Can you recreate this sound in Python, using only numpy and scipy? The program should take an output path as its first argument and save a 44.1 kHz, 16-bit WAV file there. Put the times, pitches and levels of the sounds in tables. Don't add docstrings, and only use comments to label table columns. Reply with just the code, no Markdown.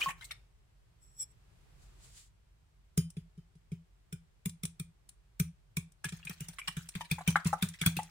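import sys
import numpy as np
from scipy import signal
from scipy.fft import rfft, irfft, next_fast_len
from scipy.io import wavfile
from scipy.ndimage import map_coordinates

SR = 44100
rng = np.random.default_rng(int(sys.argv[2]) if len(sys.argv) > 2 else 0)


def pcm_store(signal):
    levels = np.round(np.clip(np.atleast_2d(signal), -1, 1) * 32767)
    wavfile.write(sys.argv[1], SR, levels.astype(np.int16).T)


N = 357210
T = np.arange(int(.3 * SR)) / SR

# (time [s], click level [dB], table thump level [dB], glass clack level [dB])
STROKES = [(2.9753, -24, -22, -43.5), (3.1672, -51.5, -36, -58), (3.3757, -65, -44.5, -81),
           (3.553, -67, -54.5, -81), (3.7171, -51, -34, -62.5), (4.1256, -38.5, -37.5, -48.5),
           (4.4565, -29.5, -30.5, -42), (4.6337, -31.5, -33.5, -45.5), (4.797, -34.5, -36, -48),
           (5.398, -24.5, -24, -38), (5.7683, -27, -30, -37), (6.0516, -34, -37.5, -43.5),
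           (6.122, -44.5, -38.5, -50), (6.2501, -39, -48.5, -59), (6.295, -35.5, -41, -46),
           (6.4055, -35, -38.5, -51), (6.4842, -35.5, -47.5, -52), (6.6799, -32, -47, -44.5),
           (6.767, -38, -34, -44.5), (6.9519, -42, -36, -41), (7.1121, -25, -28, -32),
           (7.2758, -25, -22.5, -29.5), (7.4543, -55, -23.5, -41.5), (7.6233, -26.5, -27, -31.5),
           (7.8138, -26.5, -33, -33), (7.861, -18.5, -23, -27), (7.9669, -30, -33.5, -36)]
# (frequency [Hz], relative level [dB], t60 [s])
STEEL_MODES = [(2390, -5, 0.12), (3300, -10, 0.11), (5970, -12.5, .08), (6290, -3, 0.087), (7150, -13, .1),
               (8400, -8.5, .1), (8830, -3, 0.11), (9160, 0.5, 0.13), (9800, 0.5, 0.076),
               (10660, -6.5, 0.073), (14720, -6, .08)]
# (frequency [Hz], gain [dB])
CLICK_SPECTRUM = [(1500, -20), (4000, -11.5), (4600, -14.5), (5800, -4.5), (6500, -13), (7600, -4.5),
                  (9400, -2), (10700, -10), (11700, -19), (13300, -35), (15000, -16.5), (16000, -34.5)]
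# (frequency [Hz], gain [dB])
EDGE_SPECTRUM = [(10000, -40.5), (12200, -11), (13300, -6.5), (14100, -5), (15000, 3.5), (16000, -14.5)]
# (frequency [Hz], gain [dB])
WET_SPECTRUM = [(400, -6), (800, -8.5), (1300, -2.5), (1900, -3.5), (2400, -2), (3400, -4), (4500, -11.5),
                (6500, -2.5), (9000, -7.5), (10500, -12.5), (11700, -9.5), (13000, -12), (15000, -5.5)]

LEAD_S = .012
BEAT_START_S = 6.0
SPREAD_S = 3.8
HUM_DB = -20


def amp(db):
    return 10 ** (np.asarray(db) / 20)


def unit(x):
    return x / np.sqrt(np.mean(x ** 2) + 1e-20)


def burst(x):
    energy = np.mean(np.sum(x ** 2, axis=-1))
    return x / np.sqrt(energy / (.004 * SR) + 1e-20)


def along(points, hz):
    f, values = np.transpose(points)
    return np.interp(np.log(hz + 1), np.log(f), values)


def colour(x, points):
    n = x.shape[-1]
    m = 2 * next_fast_len(n // 2 + 2048)
    gain = amp(along(points, np.fft.rfftfreq(m, 1 / SR)))
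    cepstrum = irfft(np.log(gain))
    cepstrum[1:m // 2] *= 2
    cepstrum[m // 2 + 1:] = 0
    return irfft(rfft(x, m) * np.exp(rfft(cepstrum)), m)[..., :n]


def noise(points, side_db):
    mid, side = colour(rng.standard_normal((2, N)), points)
    side = amp(side_db) * side
    return unit(np.array([mid + side, mid - side]))


def add(track, s, sound):
    part = track[:, max(round(s * SR), 0):][:, :sound.shape[-1]]
    part += sound[..., :part.shape[1]]


def held(start, end, attack_s, release_s):
    t = np.arange(N) / SR
    return np.exp(-np.maximum(start - t, 0) / attack_s - np.maximum(t - end, 0) / release_s)


def wobble(rate):
    knots = rng.standard_normal(int(N * rate / SR) + 4)
    return map_coordinates(knots, [np.arange(N) * rate / SR])


def kitchen(x, near_db, room_db):
    # (frequency [Hz], t60 [s])
    room_decay = [(200, .22), (1000, .22), (3000, .23), (9000, .2), (15000, .13)]
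    hz, t, z = signal.stft(rng.standard_normal((2, len(T))), SR, nperseg=256)
    decay = amp(-60 * t / along(room_decay, hz)[:, None])
    tail = signal.istft(z * decay, SR, nperseg=256)[1][:, :len(T)] * (T > .005)
    near = rng.standard_normal((2, len(T))) * np.exp(-T / 0.0046) * (T > .003)
    tail = amp(room_db) * tail / np.linalg.norm(tail[0])
    near = amp(near_db) * near / np.linalg.norm(near[0])
    mid, side = tail + near
    side = signal.sosfilt(signal.butter(1, 1400, "high", fs=SR, output="sos"), side)
    response = np.array([mid + side, mid - side]) / np.sqrt(2)
    return x + signal.fftconvolve(np.atleast_2d(x), response, axes=1)[:, :len(T)]


def spot(x):
    ripple_db, width_hz = 4, 260
    hz = np.fft.rfftfreq(len(T), 1 / SR)
    knots = rng.standard_normal(int(hz[-1] / width_hz) + 4)
    ripple = map_coordinates(knots, [hz / width_hz])
    y = colour(x, np.column_stack([hz + 1, ripple_db * ripple]))
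    return y * np.linalg.norm(x) / np.linalg.norm(y)


def crackle(starts, hz, spread, cycles, scatter_db, size):
    count, t = len(starts), np.arange(200) / SR
    f = np.clip(hz * np.exp(spread * rng.standard_normal((count, 1))), 600, 15000)
    life = f * t * np.exp(-f * t / cycles) * np.cos(np.pi / 2 * t / t[-1])
    strength = np.sqrt(f) * amp(scatter_db * rng.standard_normal((count, 1)))
    grains = np.sin(2 * np.pi * f * t) * life * strength
    arrive = np.abs(starts * SR + rng.uniform(0, 16, (2, count))).astype(int)
    places = [(a[:, None] + np.arange(len(t))).ravel() for a in arrive]
    return np.array([np.bincount(place, grains.ravel(), size)[:size] for place in places])


def ring(modes, scatter_db, detune=0):
    hz, db, t60 = np.transpose(modes)
    hz = hz * (1 + detune * rng.standard_normal(len(hz)))
    strength = amp(db + scatter_db * rng.standard_normal((2, len(hz))))
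    gain = strength * np.exp(2j * np.pi * rng.random((2, len(hz))))
    partials = amp(-60 * T / t60[:, None]) * np.exp(2j * np.pi * hz[:, None] * T)
    return (gain @ partials).imag * (1 - np.exp(-T / .001))


def thump(hum_db):
    # (frequency [Hz], relative level [dB], Gaussian life [s])
    table_modes = [(162, -1, 0.018), (105.9, -12.5, 0.021), (81, -29, 0.07), (285.7, -33.5, 0.0092)]
    t, detune = np.maximum(T - .0015, 0), 1 + 0.045 * rng.standard_normal()
    swing = sum(amp(db) * np.sin(2 * np.pi * hz * detune * t) * np.exp(-(t / life) ** 2)
                for hz, db, life in table_modes)
    cutoff = np.exp(-(t / 0.11) ** 6) * (1 - np.exp(-t / 0.11))
    hum = amp(hum_db) * np.sin(2 * np.pi * 166 * t) * cutoff
    return (swing + hum) * (1 - np.exp(-t / 0.0085))


def background():
    # (frequency [Hz], gain [dB])
    rumble_spectrum = [(20, -19.5), (36, -12), (48, 6), (60, -5.5), (80, -9), (125, -9), (160, -14.5),
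                       (250, -32.5), (420, -39.5), (650, -58.5)]
    # (frequency [Hz], gain [dB])
    hiss_spectrum = [(150, -37.5), (250, -9), (393, -3), (510, -9), (629, -7.5), (1980, -12), (2760, -13.5),
                     (7060, -20), (7570, -17.5), (16000, -31.5)]
    # (start [s], end [s], level [dB])
    swells = [(0, 0.39, -64.5), (1.85, 2.105, -58.5)]
    # (time [s], relative peak level [dB])
    swishes = [(1.83, -68), (2.044, -59.5), (2.177, -55.5)]
    # (frequency [Hz], gain [dB])
    swish_spectrum = [(290, -42), (500, -19), (570, -19.5), (4600, -4.5), (5970, -6.5), (7420, 0),
                      (14700, -22), (16000, -15.5)]
    rumble_db, hiss_db = -65, -77
    rise_s, fall_s, swish_end_s = 0.031, .055, 2.275
    swell = sum(amp(db) * held(start, end, attack_s=0.65, release_s=0.069) for start, end, db in swells)
    rumble = np.hypot(amp(rumble_db), swell) * noise(rumble_spectrum, side_db=-9)
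    hiss = np.hypot(amp(hiss_db), amp(-11) * swell) * noise(hiss_spectrum, side_db=0.5)
    swish = sum(amp(db) * held(s, s, rise_s, fall_s) for s, db in swishes)
    stop = held(0, swish_end_s, attack_s=1, release_s=0.021)
    return rumble + hiss + amp(1) * swish * stop * noise(swish_spectrum, side_db=0)


def churn():
    # (start [s], end [s], level [dB])
    pours = [(0, 0.103, -46.5), (0.188, 0.31, -62.5)]
    beat_db, growth_db_per_s = -70, 3
    pops = crackle(rng.uniform(0, N / SR, size=9000), 2200, spread=.55, cycles=3, scatter_db=3, size=N)
    egg = amp(-1.5) * unit(pops) + amp(-2.5) * noise(WET_SPECTRUM, side_db=-1)
    egg = egg * amp(2.3 * wobble(40))
    pouring = sum(amp(db) * held(start, end, attack_s=.012, release_s=0.011) for start, end, db in pours)
    beating_db = beat_db + growth_db_per_s * (np.arange(N) / SR - BEAT_START_S)
    beating = amp(beating_db) * held(BEAT_START_S + 0.061, N / SR, attack_s=0.025, release_s=1)
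    return egg * (pouring + beating)


def tear(db, hz):
    tear_s = .015
    pops = crackle(tear_s * rng.beta(.9, 2.6, size=30), hz, spread=.45, cycles=1.3,
                   scatter_db=4, size=len(T))
    fizz = crackle(tear_s * rng.beta(1.2, 2.4, size=40), 8560, spread=0.13, cycles=1.01,
                   scatter_db=4.5, size=len(T))
    film = spot(burst(pops) + amp(-9.5) * burst(fizz))
    return amp(db - 14.5) * kitchen(film, near_db=-1.0, room_db=-10)


def squelches():
    # (time [s], relative level [dB], centre frequency [Hz])
    egg_tears = [(0.003, -21, 2560), (0.031, -23.5, 2970), (0.082, -20.5, 1640), (0.099, -23, 1550),
                 (0.207, -34.5, 2130), (0.22, -37, 2530), (0.241, -31, 7440), (0.307, -24, 2460),
                 (0.315, -48.5, 2030), (6.039, -26.5, 1820), (6.083, -30, 3340), (6.266, -33, 2270),
                 (6.302, -33.5, 1350), (6.582, -23, 2180), (6.672, -16, 2200), (7.005, -26.5, 3150),
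                 (7.044, -35.5, 3500), (7.18, -30, 1270), (7.204, -30.5, 1410), (7.356, -16, 1600),
                 (7.526, -15, 1410), (7.734, -34, 4020), (7.785, -38, 3430), (7.986, -28, 1500)]
    enter_s, enter_db = 0.013, -6.5
    slap_s, slap_db = 0.0023, 9.5
    lift_s, lift_db, lift_hz = .045, -42.5, 6630
    smack_db, smack_hz = -48, 2980
    out = np.zeros((2, N))
    for s, db, hz in egg_tears:
        add(out, s + 0.0025, tear(db, hz))
    for s, _, _, clack_db in STROKES:
        if s > BEAT_START_S:
            add(out, s - enter_s, tear(clack_db + enter_db, hz=2820))
            add(out, s + slap_s, tear(clack_db + slap_db, hz=2330))
            add(out, s + lift_s + rng.normal(0, 0.013), tear(lift_db, lift_hz))
            delays = rng.uniform(0.021, .16, size=2)
            for delay, size, pitch in zip(delays, *rng.standard_normal((2, 2))):
                add(out, s + delay, tear(smack_db + 3 * size, smack_hz * np.exp(.4 * pitch)))
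    return out


def pocket(hz, t60):
    pitch = hz * (.97 + .09 * (1 - np.exp(-2 * T / t60)))
    phase = 2 * np.pi * np.cumsum(pitch) / SR
    return np.sin(phase) * amp(-60 * T / t60) * (1 - np.exp(-T * hz / .6))


def plops():
    # (time [s], relative level [dB], nominal frequency [Hz], t60 [s])
    pockets = [(0.016, -23, 2496, 0.063), (0.026, -24.5, 3063, 0.041), (0.06, -25.5, 1099, 0.11),
               (0.221, -45, 2130, 0.1), (0.308, -37, 2250, 0.033), (6.043, -31.5, 1695, 0.059),
               (6.229, -43.5, 2790, 0.019), (6.272, -31.5, 2475, 0.028), (6.616, -35, 2380, .04),
               (7.009, -28, 934, 0.029), (7.184, -30.5, 880, 0.028), (7.208, -37, 748, 0.052),
               (7.357, -5, 1346, 0.007), (7.53, -17, 818, 0.032), (7.837, -29.5, 1647, 0.025),
               (7.99, -23.5, 858, 0.05)]
    # (time [s], relative thump level [dB])
    landing = (0.068, -36)
    out = np.zeros((2, N))
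    for s, db, hz, t60 in pockets:
        lower, higher = hz * np.array([.62, 1.22]) * np.exp(.03 * rng.standard_normal(2))
        pieces = amp(-13) * pocket(lower, .02) + amp(-6) * pocket(higher, .014)
        pieces = np.roll(pieces, round(.001 * SR))
        plop = pocket(hz, t60) + min(.014 / t60, 1) * pieces
        add(out, s, amp(db - 0.5) * kitchen(plop, near_db=-4, room_db=-11.0))
    landing_s, landing_db = landing
    add(out, landing_s, amp(landing_db) * thump(HUM_DB))
    return out * amp([[1.3], [-1.3]])


def bowl():
    # (frequency [Hz], relative level [dB], t60 before extra damping [s])
    bowl_modes = [(2380, -29, 0.14), (3400, -18, .06), (5416, -7.5, 0.083), (5710, -5, 0.053),
                  (7723, 7.5, 0.044), (10510, -5.5, .05), (13370, -7, 0.027)]
    # (start [s], end [s], relative level [dB])
    slides = [(1.019, 1.316, -72), (1.199, 1.229, -43.5)]
    slide = sum(amp(db) * held(start, end, attack_s=.01, release_s=.006) for start, end, db in slides)
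    grip = rng.standard_normal((2, N)) * slide * amp(2.5 * wobble(30))
    modes = ring(bowl_modes, scatter_db=1) * np.exp(-T / .008)
    singing = signal.fftconvolve(grip, modes / np.linalg.norm(modes[0]), axes=1)[:, :N]
    return amp(3.5) * singing + amp(-19) * grip


def contact(points):
    t = T - LEAD_S
    click = (1 - np.exp(-np.maximum(t, 0) / 0.0014)) * np.exp(-(t / 0.0045) ** 2)
    lead_in = amp(-12.5) * np.exp(-np.abs(t) / 0.002) * np.minimum(T / LEAD_S, 1) ** 2
    return burst(colour((click + lead_in) * rng.standard_normal((2, len(T))), points))


def late(x):
    return np.pad(x, ((0, 0), (round(LEAD_S * SR), 0)))[:, :len(T)]


def wake():
    starts = np.minimum(0.0055 + rng.gamma(1.4, .02, size=260), .25)
    pops = crackle(starts, 5700, spread=0.91, cycles=0.53, scatter_db=0.5, size=len(T))
    return burst(colour(pops, WET_SPECTRUM) * np.exp(-T / 0.049))


def fork():
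    # (frequency [Hz], gain [dB])
    clack_spectrum = [(300, -0.5), (600, -18.5), (950, -72.5), (1250, -2), (1600, -6.5), (1950, -5.5),
                      (2380, 10), (2850, -9.5), (3450, 4.5), (4300, -25.5), (7000, -23)]
    # (frequency [Hz], relative level [dB], t60 [s])
    glass_modes = [(3070, -8, .28), (3870, 0, 0.068), (4250, -14, 0.17), (5057, 3, 0.18),
                   (5890, -9.5, 0.11), (6860, -4, 0.1), (8000, -12, .1)]
    # (frequency [Hz], relative level [dB], t60 [s])
    rocking_modes = [(405, 0.5, 0.088), (366.6, -11.5, 0.085)]
    steel_db, steel_damped_db = -11, -4
    glass_db, glass_damped_db = -13, -39
    knock_db, knock_damped_db = -14, -9
    stir_wake_db, beat_wake_db = -25, -10
    hard_db, edge_db, edge_growth = -22, -30, 1.42
    heavy_db, hum_growth = -23, 0.19
    out = np.zeros((2, N))
    for s, click_db, thump_db, clack_db in STROKES:
        covered = 1 - np.exp(-(s - STROKES[0][0]) / SPREAD_S)
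        force_db = (click_db + thump_db) / 2
        steel_ring = burst(ring(STEEL_MODES, scatter_db=2.5, detune=0.0049))
        steel = amp(click_db + steel_db + steel_damped_db * covered) * steel_ring
        glass_ring = burst(ring(glass_modes, scatter_db=6))
        glass = amp(force_db + glass_db + glass_damped_db * covered) * glass_ring
        wake_db = beat_wake_db if s > BEAT_START_S else stir_wake_db
        egg = amp(thump_db + wake_db) * wake()
        edge = amp(edge_db + edge_growth * (click_db - hard_db)) * contact(EDGE_SPECTRUM)
        edge = edge * amp([[1.5], [-1.5]])
        click = amp(click_db - 6.0) * contact(CLICK_SPECTRUM)
        clack = amp(clack_db + 3.0) * contact(clack_spectrum)
        blow = spot(click + clack + edge + late(egg)) + late(steel + glass)
        add(out, s - LEAD_S, kitchen(blow, near_db=-9.5, room_db=-13.0) * amp([[.3], [-.3]]))
        hum_db = HUM_DB + hum_growth * (thump_db - heavy_db)
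        low = amp(thump_db + 10.5) * thump(hum_db)
        rocking = ring(rocking_modes, scatter_db=0.5)[0]
        low = low + amp(thump_db + knock_db + knock_damped_db * covered) * rocking
        add(out, s, kitchen(low, near_db=-22, room_db=-19) * amp([[.25], [-.25]]))
    return out


def grazes():
    # (time [s], relative level [dB])
    touches = [(3.1026, -42.5), (4.4944, -37), (4.6525, -25.5), (5.0909, -40), (5.9199, -53.5),
               (6.0439, -27.5), (6.0902, -39), (6.8887, -31.5), (7.3039, -28.5), (7.4467, -33),
               (7.4707, -25.5), (7.687, -32), (8.0311, -36.5)]
    out = np.zeros((2, N))
    for s, db in touches:
        steel = amp(-15) * late(burst(ring(STEEL_MODES, scatter_db=2, detune=.006)))
        tick = contact(CLICK_SPECTRUM) + steel + amp(-16) * contact(EDGE_SPECTRUM)
        add(out, s - LEAD_S, amp(db - 8.0) * kitchen(tick, near_db=-8.5, room_db=-14.0))
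    return out


def shove():
    shove_db, shove_hz = -28.5, 97
    out, hardest = np.zeros((2, N)), max(STROKES, key=lambda row: row[1])
    judder = np.sin(2 * np.pi * shove_hz * T) * np.exp(-((T - .012) / 0.01) ** 2)
    add(out, hardest[0], amp(shove_db) * judder)
    return out


def scene():
    return fork() + grazes() + shove() + plops() + squelches() + churn() + bowl() + background()


def record(dry):
    top_hz = 15900
    m = next_fast_len(N + SR // 2)
    hz = np.fft.rfftfreq(m, 1 / SR)
    return irfft(rfft(dry, m) / (1 + (hz / top_hz) ** 90), m)[:, :N]


dry = scene()
out = record(dry)
pcm_store(out)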